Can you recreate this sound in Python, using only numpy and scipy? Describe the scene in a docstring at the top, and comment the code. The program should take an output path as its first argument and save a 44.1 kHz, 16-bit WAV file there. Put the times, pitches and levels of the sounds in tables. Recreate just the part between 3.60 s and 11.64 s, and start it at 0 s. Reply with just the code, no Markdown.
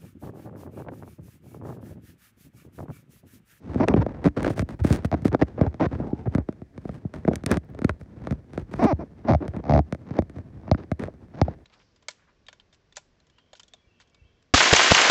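"""Fingers shift their grip on a phone, right beside its microphone, as it is carried through a quiet room.
Skin taps the case, rubs over it in short grainy strokes, squeaks and creaks; some taps ring with a clack.
Each contact reaches the microphone treble first and bass last, so a tap falls in pitch to a thud.
Now and then a finger covers the port and dulls the top. At this distance the walls add almost nothing."""
import sys
import numpy as np
from scipy import signal
from scipy.fft import irfft
from scipy.io import wavfile
from scipy.ndimage import uniform_filter1d, minimum_filter1d

SR = 44100
rng = np.random.default_rng(int(sys.argv[2]) if len(sys.argv) > 2 else 0)


def store_wav(level_fs):
    """Save 16-bit WAV to argv[1]."""
    pcm = np.round(np.clip(np.atleast_2d(level_fs), -1, 1) * 32767)
    wavfile.write(sys.argv[1], SR, pcm.T.astype(np.int16))


N = 354692
FFT_SIZE = 8192
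HZ = np.fft.rfftfreq(FFT_SIZE, 1 / SR)

# Levels are relative within each table.
# steady noise of room and microphone: frequency_hz, level_db
ROOM_TONE = [(15, -38), (25, -1), (87, -0.5), (309, -10.5), (427, -17.5), (677, -14.5), (1160, -42),
             (1740, -21.5), (2840, -35), (5570, -37), (10100, -47), (14000, -62), (16000, -80)]
# a faint hollow ring across the room: time_s, level_db
DISTANT_RING = [(2.38, -63), (2.45, -58), (2.505, -43.5), (2.55, -53), (2.6, -51), (2.66, -79)]
# the resting hand creeping on the case: time_s, level_db
GRIP_LEVEL = [(0.0, -40), (0.18, -26.5), (0.4, -39.5), (0.9, -35.5), (1.15, -47), (1.4, -38), (1.9, -39),
              (2.45, -33.5), (3.1, -49), (3.78, -36), (3.98, -46), (5.3, -41.5), (5.5, -43.5),
              (5.82, -32.5), (6.0, -42.5), (6.9, -44.5), (7.3, -39.5), (8.04, -49)]
# a finger lies over the microphone port: start_s, end_s, cover_db
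PORT_COVERED = [(1.5, 1.56, 8), (1.72, 2.3, 6), (5.26, 5.86, 13.5), (6.02, 6.3, 17), (6.45, 6.61, 13),
                (7.0, 7.26, 25), (7.7, 8.04, 17)]
# the hollow tone that this gives a touch: frequency_hz, gain_db_per_cover_db
PORT_HOLLOW = [(110, 0), (290, -0.07), (450, -0.25), (580, 0), (800, 0.23), (1400, -0.33), (2300, 0),
               (3300, 0), (4800, 0.35), (6200, 0.2), (7500, 0)]
# creaks of a hard-pressed finger: start_s, length_s, first_wait_s, level_db, hardness_db
CREAKS = [(1.5153, .03, .0115, -9.5, -12), (5.6846, .069, .0033, -6, -14), (6.04, .048, .0135, -23, -12),
          (6.0946, .102, 0.014, -4.5, -14.5)]
# the case tightened by that finger: frequency_hz, gain_db
PRESSED_RESPONSE = [(60, -4.5), (110, 3), (290, 0.5), (440, -12), (600, -1), (820, 2), (1700, -1.5),
                    (5500, -4)]
# fingertip squeaks, one list of points each: time_s, pitch_hz, level_db
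SQUEAKS = [
    [(.197, 250, -22), (.215, 296, -19), (.23, 318, -25), (.24, 337, -14.5), (.25, 318, -42)],
    [(.29, 250, -23), (.31, 221.4, -28), (.328, 175, -31)],
    [(.4, 429, -38), (.418, 464, -22), (.432, 467, -38)],
    [(2.2, 261.6, -23), (2.215, 300, -26.5), (2.24, 373, -23), (2.262, 300, -40)],
    [(5.19, 339, -21), (5.215, 387, -22.5), (5.228, 226.3, -14), (5.25, 211.6, -22.5), (5.271, 418, -16.5),
     (5.295, 378.7, -17.5), (5.316, 297, -17), (5.324, 240, -23)],
    [(5.39, 324.3, -42), (5.41, 353.6, -32.5), (5.432, 256, -37.5)],
    [(5.66, 360, -50), (5.675, 348, -29), (5.685, 334, -20)],
    [(7.022, 85.3, -40), (7.06, 78.5, -63), (7.085, 130.4, -23)],
    [(7.73, 116.5, -42.5), (7.76, 139.4, -51.5), (7.8, 197, -32.5)],
]
# how the case answers a squeak: frequency_hz, gain_db
SQUEAK_RESPONSE = [(40, -29), (120, 9.5), (230, 14), (410, -6.5), (620, 5.5), (820, 0.5), (1150, -8),
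                   (1650, -20.5), (2300, -19), (3000, -38.5), (5700, -33.5), (7500, -59), (16000, -75.5)]
# strokes of skin over the case: start_s, end_s, level_db, swell_db, brightness_db
RUBS = [(0.087, 0.2, -36.5, -2, -9.5), (0.192, 0.247, -18.5, 2.5, -25), (0.274, 0.34, -20, -9, -39),
        (0.359, 0.436, -24.5, -9.5, -17), (0.43, 0.66, -39, -8, -17.5), (0.639, 0.688, -24, -6.5, -10.5),
        (0.762, 0.816, -24, -4.5, -11), (0.816, 0.914, -25.5, 1, -8.5), (0.896, 0.942, -38.5, -1, 3),
        (0.955, 1.025, -35, 11, 0.5), (1.087, 1.15, -37, -9, -4.5), (1.19, 1.217, -35.5, -8, -7),
        (1.235, 1.324, -32, 2, 1.5), (1.309, 1.377, -27, -6, 2), (1.369, 1.446, -39, -10, -7.5),
        (1.445, 1.463, -29, -6, -0.5), (1.514, 1.55, -25, 7, -21), (1.645, 1.693, -29.5, -20, -1.5),
        (1.711, 1.755, -25.5, 13, -22), (1.791, 1.81, -33, -3, -9.5), (1.812, 1.832, -12, -2, -15),
        (1.867, 1.889, -41, 3, -6), (1.975, 2.081, -26.5, -12.5, -24), (2.195, 2.268, -17, -1, -17.5),
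        (2.31, 2.363, -31, -8, -16), (2.378, 2.497, -33, -2, -36), (2.655, 2.679, -28, 3, -29),
        (2.712, 2.76, -37, 16, -9), (2.752, 2.82, -35.5, -9, -27), (3.158, 3.394, -49.5, 9, -3),
        (3.531, 3.656, -44, -22, -5), (3.68, 3.768, -36, 4, -14), (3.858, 3.905, -30, 10, -9.5),
        (3.904, 3.97, -21, -17, -8.5), (4.084, 4.206, -47, -1, -15), (4.198, 4.314, -43, 16, -9),
        (4.392, 4.437, -55.5, -2, 2), (4.553, 4.748, -43.5, 3.5, -10), (4.89, 5.03, -44.5, 18, -5.5),
        (5.109, 5.198, -40, -2, -4.5), (5.183, 5.259, -22, 12, -11), (5.387, 5.44, -32, -5.5, -42),
        (5.641, 5.677, -29.5, 11, -23.5), (5.687, 5.715, -20, -1.5, -17.5), (5.801, 5.871, -29, -6, -25),
        (5.933, 6.007, -34.5, 1, -21), (6.027, 6.1, -29, 23, -27), (6.093, 6.207, -25.5, 4, -40),
        (6.456, 6.563, -40.5, -1, -10), (6.549, 6.6, -28.5, 0, -19), (6.924, 6.981, -53.5, 4, -9),
        (7.024, 7.099, -39.5, 17, -18), (7.173, 7.247, -38.5, -9, -10), (7.388, 7.509, -35, -16, -10.5),
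        (7.726, 7.824, -40, 11.5, -7.5), (7.844, 7.948, -40, -11, -11)]
# how the case answers a stroke: frequency_hz, gain_db
RUB_RESPONSE = [(20, -64), (50, 1.5), (78, 3), (300, 5), (480, -2.5), (750, -9), (1200, -13), (1700, -13),
                (2200, -17), (2900, -23), (6000, -29), (7400, -33.5), (9000, -33.5), (11000, -43),
                (16000, -47)]
# the brief pitched clack that rings in some fingertip taps: start_s, level_db, pitch_hz
TAP_RINGS = [(0.2845, -5.5, 2010), (0.339, -17, 2350), (0.846, -6, 1630), (1.747, -6, 1200),
             (1.822, -9, 1880), (3.65, -26, 1500), (3.916, -8, 1700), (4.244, -17, 1300),
             (4.295, -5.5, 1440), (7.1145, -19, 930), (7.147, -19, 1380)]
# the modes of that clack: pitch_ratio, level_db
TAP_RING_MODES = [(.77, -2), (1, 3.5), (1.33, -5.5)]
# fingertip taps: start_s, level_db, weight_db, thud_hz, hardness_db (pad below 0, nail above)
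TAPS = [(0.157, -22, 21, 198, -24), (0.248, -22, 18.5, 200, -24), (0.284, -5.5, -2.5, 316, -4),
        (0.34, -6, 19, 250, -22), (0.362, -23.5, 23, 293, -9), (0.371, -25.5, 28, 120, -10),
        (0.389, -28, 31, 129, -30), (0.464, -11.5, 4.2, 240, -22), (0.643, -20.5, 2, 148, -2.5),
        (0.656, -12, 18, 199, -11), (0.663, -12, 21.5, 225, -7.5), (0.674, -14, 10.6, 144, -12),
        (0.83, -29, 10, 180, 11), (0.847, -17.5, 4.3333, 180, -4), (0.866, -13, 5.3, 310, -9),
        (0.903, -15.5, 13, 146, -17), (0.978, -19, 3.7, 130, -18), (0.994, -14.5, 14.7, 78.6, 3),
        (1.024, -23, 21.5, 201, -28), (1.207, -33.5, 35.8, 89, -10), (1.247, -19.5, 20, 204, -6),
        (1.305, -15.5, 25.5, 135, -6), (1.447, -17, 17.2, 105, -8), (1.621, -43, 32, 150, 7),
        (1.653, -12.5, 21, 245, -18), (1.681, -26.5, 25, 80, 6.5), (1.729, -25, 26, 121, -1),
        (1.747, -7, 11.7, 309, -14.5), (1.815, -12.5, 10.7, 308, -12), (1.8214, -2.5, 11, 195, -18),
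        (2.012, -6.5, 18, 207, -18), (2.065, -16.5, 15, 113, -16.5), (2.143, -28.5, 13, 190, -5),
        (2.259, -33, 29.5, 129, -16), (2.4, -23.5, 21, 203, -21), (2.529, -25.5, 26.4, 233, -33),
        (2.673, -26.5, 26.6, 144, -27), (2.75, -16.5, 24.8, 187, -3), (2.782, -17, 20.4, 134, -13),
        (2.888, -19, 15.4, 233, -16.5), (2.926, -43.5, 10, 220, 2.5), (3.018, -32.5, 17, 158, -14),
        (3.178, -29.5, 16, 120, -5.5), (3.253, -26.5, 16, 253, -16), (3.292, -24.5, 17, 221, -11.5),
        (3.45, -28.5, 26.5, 149, -45), (3.539, -24, 8.2, 120, -4.5), (3.65, -22, 15.4, 290, -18),
        (3.678, -9, 16.3, 200, -17.5), (3.6841, -3.5, 13.3, 300, -22), (3.712, -15.5, 10, 230, -44),
        (3.734, -18, 11, 80, -9.5), (3.757, -46.5, 15, 110, 37.5), (3.837, -27.5, 19.4, 202, 0),
        (3.862, -32, 36, 201, 23.5), (3.915, -13, 23.5, 70, 8.5), (3.971, -19, 17.5, 143, 2),
        (4.148, -34.5, 7.2, 180, -4), (4.19, -26.5, 12.5, 320, -2.5), (4.218, -22.5, 18.7, 200, -5),
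        (4.246, -14, 17.7, 196, -2.5), (4.2933, -13.5, 12.5, 90.5, -5.5), (4.413, -35, 19.7, 120, -4.5),
        (4.671, -17.5, 10.6, 217, -9), (4.709, -22, 22, 147, -3), (4.724, -25, 20, 180, -4),
        (4.934, -33, 11, 300, 1), (4.977, -16, 10, 231, -8), (5.139, -18.5, 13, 120, -7),
        (5.241, -14, 17, 168, -4), (5.326, -11.5, 16.6, 113, -17), (5.88, -28, 24.3, 90, 3),
        (5.965, -24, 19, 170, -7), (6.1378, -10, 7.7, 132, -10.5), (6.325, -18, 16.2, 170, -0.5),
        (6.348, -27.5, 12, 200, -3), (6.508, -27, 24, 190, -10), (6.568, -29, 7.6, 181, -3),
        (6.5882, -2, 15.8, 126, -16.5), (6.622, -27, 18.7, 130, -7), (6.697, -39.5, 20, 220, 5),
        (6.785, -32, 15.4, 200, -6.5), (7.1141, 0.5, 10.4, 117, -13.5), (7.146, -23.5, 21.7, 230, -18),
        (7.316, -15, 16, 120, -7), (7.396, -30, 18, 159, 3.5), (7.437, -18, 7.4, 130, -7),
        (7.482, -21, 6.9, 211, -34), (7.815, -2.5, 12, 104, -8), (7.881, -16, 11, 194, -29)]
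# how the case answers a tap: frequency_hz, gain_db
TAP_RESPONSE = [(20, -56), (45, -22), (60, -4.5), (74, 3), (160, -3.5), (420, -3), (620, 3), (760, -5),
                (940, -14), (1250, -10.5), (1700, -16.5), (2200, -15.5), (2900, -30), (3500, -24.5),
                (4600, -28), (6200, -28), (7300, -34.5), (9000, -30.5), (11000, -43.5), (16000, -56)]

# the ranges that a contact can stress
THUD_HZ, BODY_HZ, KNOCK_LOW_HZ, KNOCK_HIGH_HZ = 110, 290, 580, 820
CLICK_HZ, TICK_HZ, AIR_HZ = 1700, 5500, 12000


def amp(db):
    """Decibels to gain."""
    return 10 ** (np.asarray(db) / 20)


def unit_rms(x):
    """Scales to an rms of 1."""
    return x / np.sqrt(np.mean(x ** 2) + 1e-20)


def spectrum(points):
    """A curve in dB through (frequency_hz, gain_db) points on a log-frequency axis."""
    hz, db = np.transpose(points)
    return np.interp(np.log(HZ + 1), np.log(hz + 1), db)


def add(mix, start_s, sound):
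    """Mixes a sound in at a time."""
    part = mix[max(round(start_s * SR), 0):][:len(sound)]
    part += sound[:len(part)]


def wander(count, hz):
    """A random drift that takes a new direction hz times a second."""
    knots = rng.standard_normal(FFT_SIZE)
    return np.interp(np.arange(count) * hz / SR, np.arange(FFT_SIZE), knots)


def case_impulse(gain_db, corner_hz=60):
    """Impulse response of case and port: each frequency arrives about one of its own cycles late."""
    log_gain = np.log(amp(gain_db))
    mirrored = np.r_[log_gain, log_gain[-2:0:-1]]
    log_minimum_phase = np.conj(signal.hilbert(mirrored))[:len(HZ)]
    lag = 2 * np.pi * np.log(1 + HZ / corner_hz)
    return irfft(np.exp(log_minimum_phase - 1j * lag))


def friction(count, per_s, spread_db, smooth):
    """Skin ridges catch and let go: tiny slips of uneven size over a smooth hiss."""
    chance, size, hiss = rng.random(count), rng.exponential(1, count), rng.standard_normal(count)
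    slips = (chance < per_s / SR) * amp(spread_db * np.minimum(size, 4)) * np.sign(hiss)
    return unit_rms(unit_rms(slips) + smooth * hiss)


def background(ring_hz=800, ring_width_hz=220, tone_db=-61, hiss_db=-90):
    """Steady room tone, the microphone's own hiss, and one brief hollow ring farther off."""
    t = np.arange(N) / SR
    noise = rng.standard_normal(N + FFT_SIZE)
    tone = unit_rms(signal.oaconvolve(noise, case_impulse(spectrum(ROOM_TONE)))[FFT_SIZE:][:N])
    waver = wander(N, hz=ring_width_hz) + 1j * wander(N, hz=ring_width_hz)
    ring = unit_rms((waver * np.exp(2j * np.pi * ring_hz * t)).real)
    time_s, level_db = np.transpose(DISTANT_RING)
    ring *= np.interp(t, time_s, amp(level_db), left=0, right=0)
    return amp(tone_db) * tone + amp(hiss_db) * rng.standard_normal(N) + ring


def walls(x, t60_s=0.17, delay_s=0.006, wet_db=-35):
    """The walls return very little of a sound so close to the microphone."""
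    t = np.arange(SR // 2) / SR
    tail = rng.standard_normal(len(t)) * 1000. ** (-t / t60_s) * (t > delay_s)
    return amp(wet_db) * signal.oaconvolve(x, tail / np.linalg.norm(tail))[:N]


def grip(trim_db=-4, flutter_db=5):
    """The holding hand never rests: a dull, faint creep between the strokes."""
    muffle_db = spectrum([(30, -16.5), (75, 12), (130, 8), (300, 0), (800, -2), (2000, -8),
                          (6000, -10), (14000, -22)])
    drive = friction(N, per_s=900, spread_db=2.5, smooth=0.63) * amp(flutter_db * wander(N, hz=30.446))
    creep = unit_rms(signal.oaconvolve(drive, case_impulse(spectrum(RUB_RESPONSE) + muffle_db))[:N])
    return creep * amp(trim_db + np.interp(np.arange(N) / SR, *np.transpose(GRIP_LEVEL)))


def cover_db(time_s):
    """How heavily a finger covers the port at this moment; 0 when it is open."""
    return sum(depth for start, end, depth in PORT_COVERED if start <= time_s < end)


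def covered_port(time_s):
    """A covering finger shuts out the very top and traps a pocket of air that rings just below it."""
    return cover_db(time_s) * spectrum([(3200, -0.087), (4800, 0.059), (6800, -0.12), (8500, -0.96)])


def touch(time_s, weight_db, thud_hz, hardness_db, width_ratio=1.296, foot_ratio=2.9):
    """The spectrum of one touch in dB: flesh adds a low thud, hardness lifts the treble."""
    thud = spectrum([(thud_hz / foot_ratio, weight_db - 9.5), (thud_hz / width_ratio, weight_db),
                     (thud_hz * width_ratio, weight_db), (KNOCK_LOW_HZ, 0)])
    click_db = 5 + 0.65 * hardness_db
    air_db = hardness_db + np.clip(0.6 * hardness_db, -6, 6)  # hard contacts keep their top
    treble = spectrum([(KNOCK_HIGH_HZ, 0), (CLICK_HZ, click_db), (TICK_HZ, hardness_db), (AIR_HZ, air_db)])
    # each touch damps the case differently
    ripple = spectrum(np.c_[np.geomspace(200, 16000, 36), 1.6 * np.r_[0, rng.standard_normal(35)]])
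    port = cover_db(time_s) * spectrum(PORT_HOLLOW) + covered_port(time_s)
    return spectrum(TAP_RESPONSE) + thud + treble + ripple + port


def ticks(count=70, over_grip_db=26, spread_db=2.5):
    """Tiny touches fall at random, as strong as the grip is restless."""
    out = np.zeros(N)
    for start, (size, hardness) in zip(rng.uniform(0, N / SR, count), rng.standard_normal((count, 2))):
        level_db = np.interp(start, *np.transpose(GRIP_LEVEL)) + over_grip_db + spread_db * size
        colour_db = touch(start, weight_db=12, thud_hz=180, hardness_db=-8 + 3 * hardness)
        add(out, start, case_impulse(level_db + colour_db))
    return out


def push(skid, skid_s, **grain):
    """One impulse on the case, then a skid of friction that dies away."""
    t = np.arange(FFT_SIZE // 8) / SR
    return (t == 0) + skid * np.exp(-t / skid_s) * friction(len(t), **grain)


def creaks(gain=30, growth=0.16, slowing=1.25, stick_limit_s=0.0137, jitter_s=0.0006):
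    """A hard-pressed finger ratchets to rest: the longer it sticks, the stronger the slip and its skid."""
    out = np.zeros(N)
    for start, length, wait, level_db, hardness_db in CREAKS:
        slip_s = start
        while slip_s < start + length:
            softer, later = rng.standard_normal(2)
            size = gain * (wait / stick_limit_s) ** growth * amp(level_db - 0.1 * softer)
            slip = push(skid=0.036, skid_s=0.003, per_s=820, spread_db=7.5, smooth=0.19)
            colour_db = touch(slip_s, weight_db=8, thud_hz=95, hardness_db=hardness_db)
            response = case_impulse(spectrum(PRESSED_RESPONSE) + colour_db)
            add(out, slip_s + jitter_s * later, size * signal.fftconvolve(slip, response))
            slip_s += wait
            wait = min(wait * slowing, stick_limit_s)
    return out


def squeaks(jitter=0.0027, uneven_db=0.8):
    """A fingertip sticks and slips fast enough to make a gliding pitch."""
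    out, response = np.zeros(N), case_impulse(spectrum(SQUEAK_RESPONSE))
    response /= np.linalg.norm(response)
    for points in SQUEAKS:
        time_s, pitch_hz, level_db = np.transpose(points)
        t = np.arange(time_s[0], time_s[-1], 1 / SR)
        rate_hz = np.interp(t, time_s, pitch_hz) * (1 + jitter * wander(len(t), hz=300))
        slips = np.diff(np.floor(np.cumsum(rate_hz) / SR), prepend=0)
        size = amp(np.interp(t, time_s, level_db) + uneven_db * wander(len(t), hz=250))
        size *= np.sqrt(SR / rate_hz)  # same power at any pitch
        add(out, time_s[0], signal.fftconvolve(slips * size, response))
    return out


def rubs(edge_share=0.11, flutter_db=3.5, split_hz=1100, firm_db=-26, arch_db=3):
    """Each stroke shakes the case with dense friction, while single skin ridges crackle on top."""
    out, case_db = np.zeros(N), spectrum(RUB_RESPONSE)
    case_gain = np.linalg.norm(case_impulse(case_db))
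    low_share = 1 / (1 + ((HZ + 20) / split_hz) ** 2) ** 2
    low_db, high_db = 10 * np.log10(low_share), 10 * np.log10(1 - low_share)
    for start, end, level_db, swell_db, bright_db in RUBS:
        count = round((end - start) * SR)
        pressure = amp(swell_db * np.linspace(-.5, .5, count) + flutter_db * wander(count, hz=104.5))
        pressure *= signal.windows.tukey(count, edge_share)
        drag = unit_rms(pressure * friction(count, per_s=3000, spread_db=2.5, smooth=1))
        speed = amp(arch_db * np.sin(np.linspace(0, np.pi, count)))  # fastest mid-stroke
        crackle = unit_rms(speed * pressure * friction(count, per_s=450, spread_db=5.5, smooth=0.85))
        rumble_db = 0.64 * (firm_db - level_db) - 0.51 * cover_db(start)  # light strokes mostly rumble
        rasp_db = -1 + 0.34 * bright_db
        air_db = bright_db + np.clip(bright_db + 5, -12, 6)
        stress_db = spectrum([(THUD_HZ, rumble_db), (BODY_HZ, 0), (KNOCK_HIGH_HZ, 0),
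                              (CLICK_HZ, rasp_db), (TICK_HZ, bright_db), (AIR_HZ, air_db)])
        for drive, band_db in ((drag, low_db), (crackle, high_db)):
            response = case_impulse(case_db + stress_db + covered_port(start) + band_db)
            add(out, start, amp(level_db) / case_gain * signal.fftconvolve(drive, response))
    return out


def tap_rings(trim_db=-5, t60_s=0.0075, rise_s=0.00054):
    """Some taps ring with a brief pitched clack: three modes that die within milliseconds."""
    out, t = np.zeros(N), np.arange(FFT_SIZE // 4) / SR
    envelope = (1 - np.exp(-t / rise_s)) * 1000. ** (-t / t60_s)
    for start, level_db, pitch_hz in TAP_RINGS:
        ring = sum(amp(mode_db) * np.sin(2 * np.pi * (ratio * pitch_hz * t + rng.random()))
                   for ratio, mode_db in TAP_RING_MODES)
        add(out, start, amp(level_db + trim_db) * envelope * ring)
    return out


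def taps(gain=30):
    """A fingertip lands beside the microphone: one push on the case and a brief skid."""
    out = np.zeros(N)
    for start, level_db, weight_db, thud_hz, hardness_db in TAPS:
        landing = push(skid=0.063, skid_s=0.0027, per_s=2700, spread_db=7, smooth=0.1)
        response = case_impulse(level_db + touch(start, weight_db, thud_hz, hardness_db))
        add(out, start, gain * signal.fftconvolve(landing, response))
    return out


def scene():
    """The hand right at the microphone, the quiet room behind it, in mono."""
    hand = taps() + tap_rings() + rubs() + squeaks() + creaks() + ticks()
    return (hand + walls(hand) + grip() + background())[None]


def record(dry, ceiling=0.51, cutoff_hz=16500):
    """The phone's fast limiter holds the loudest thuds down; a low-pass removes the very top."""
    allowed = np.minimum(1, ceiling / (abs(dry) + 1e-9))
    gain = uniform_filter1d(minimum_filter1d(allowed, size=200), size=200)
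    low_pass = signal.firwin(511, cutoff_hz, window=("kaiser", 9), fs=SR)
    return signal.oaconvolve(dry * gain, low_pass[None], "same")


dry = scene()
out = record(dry)
store_wav(out)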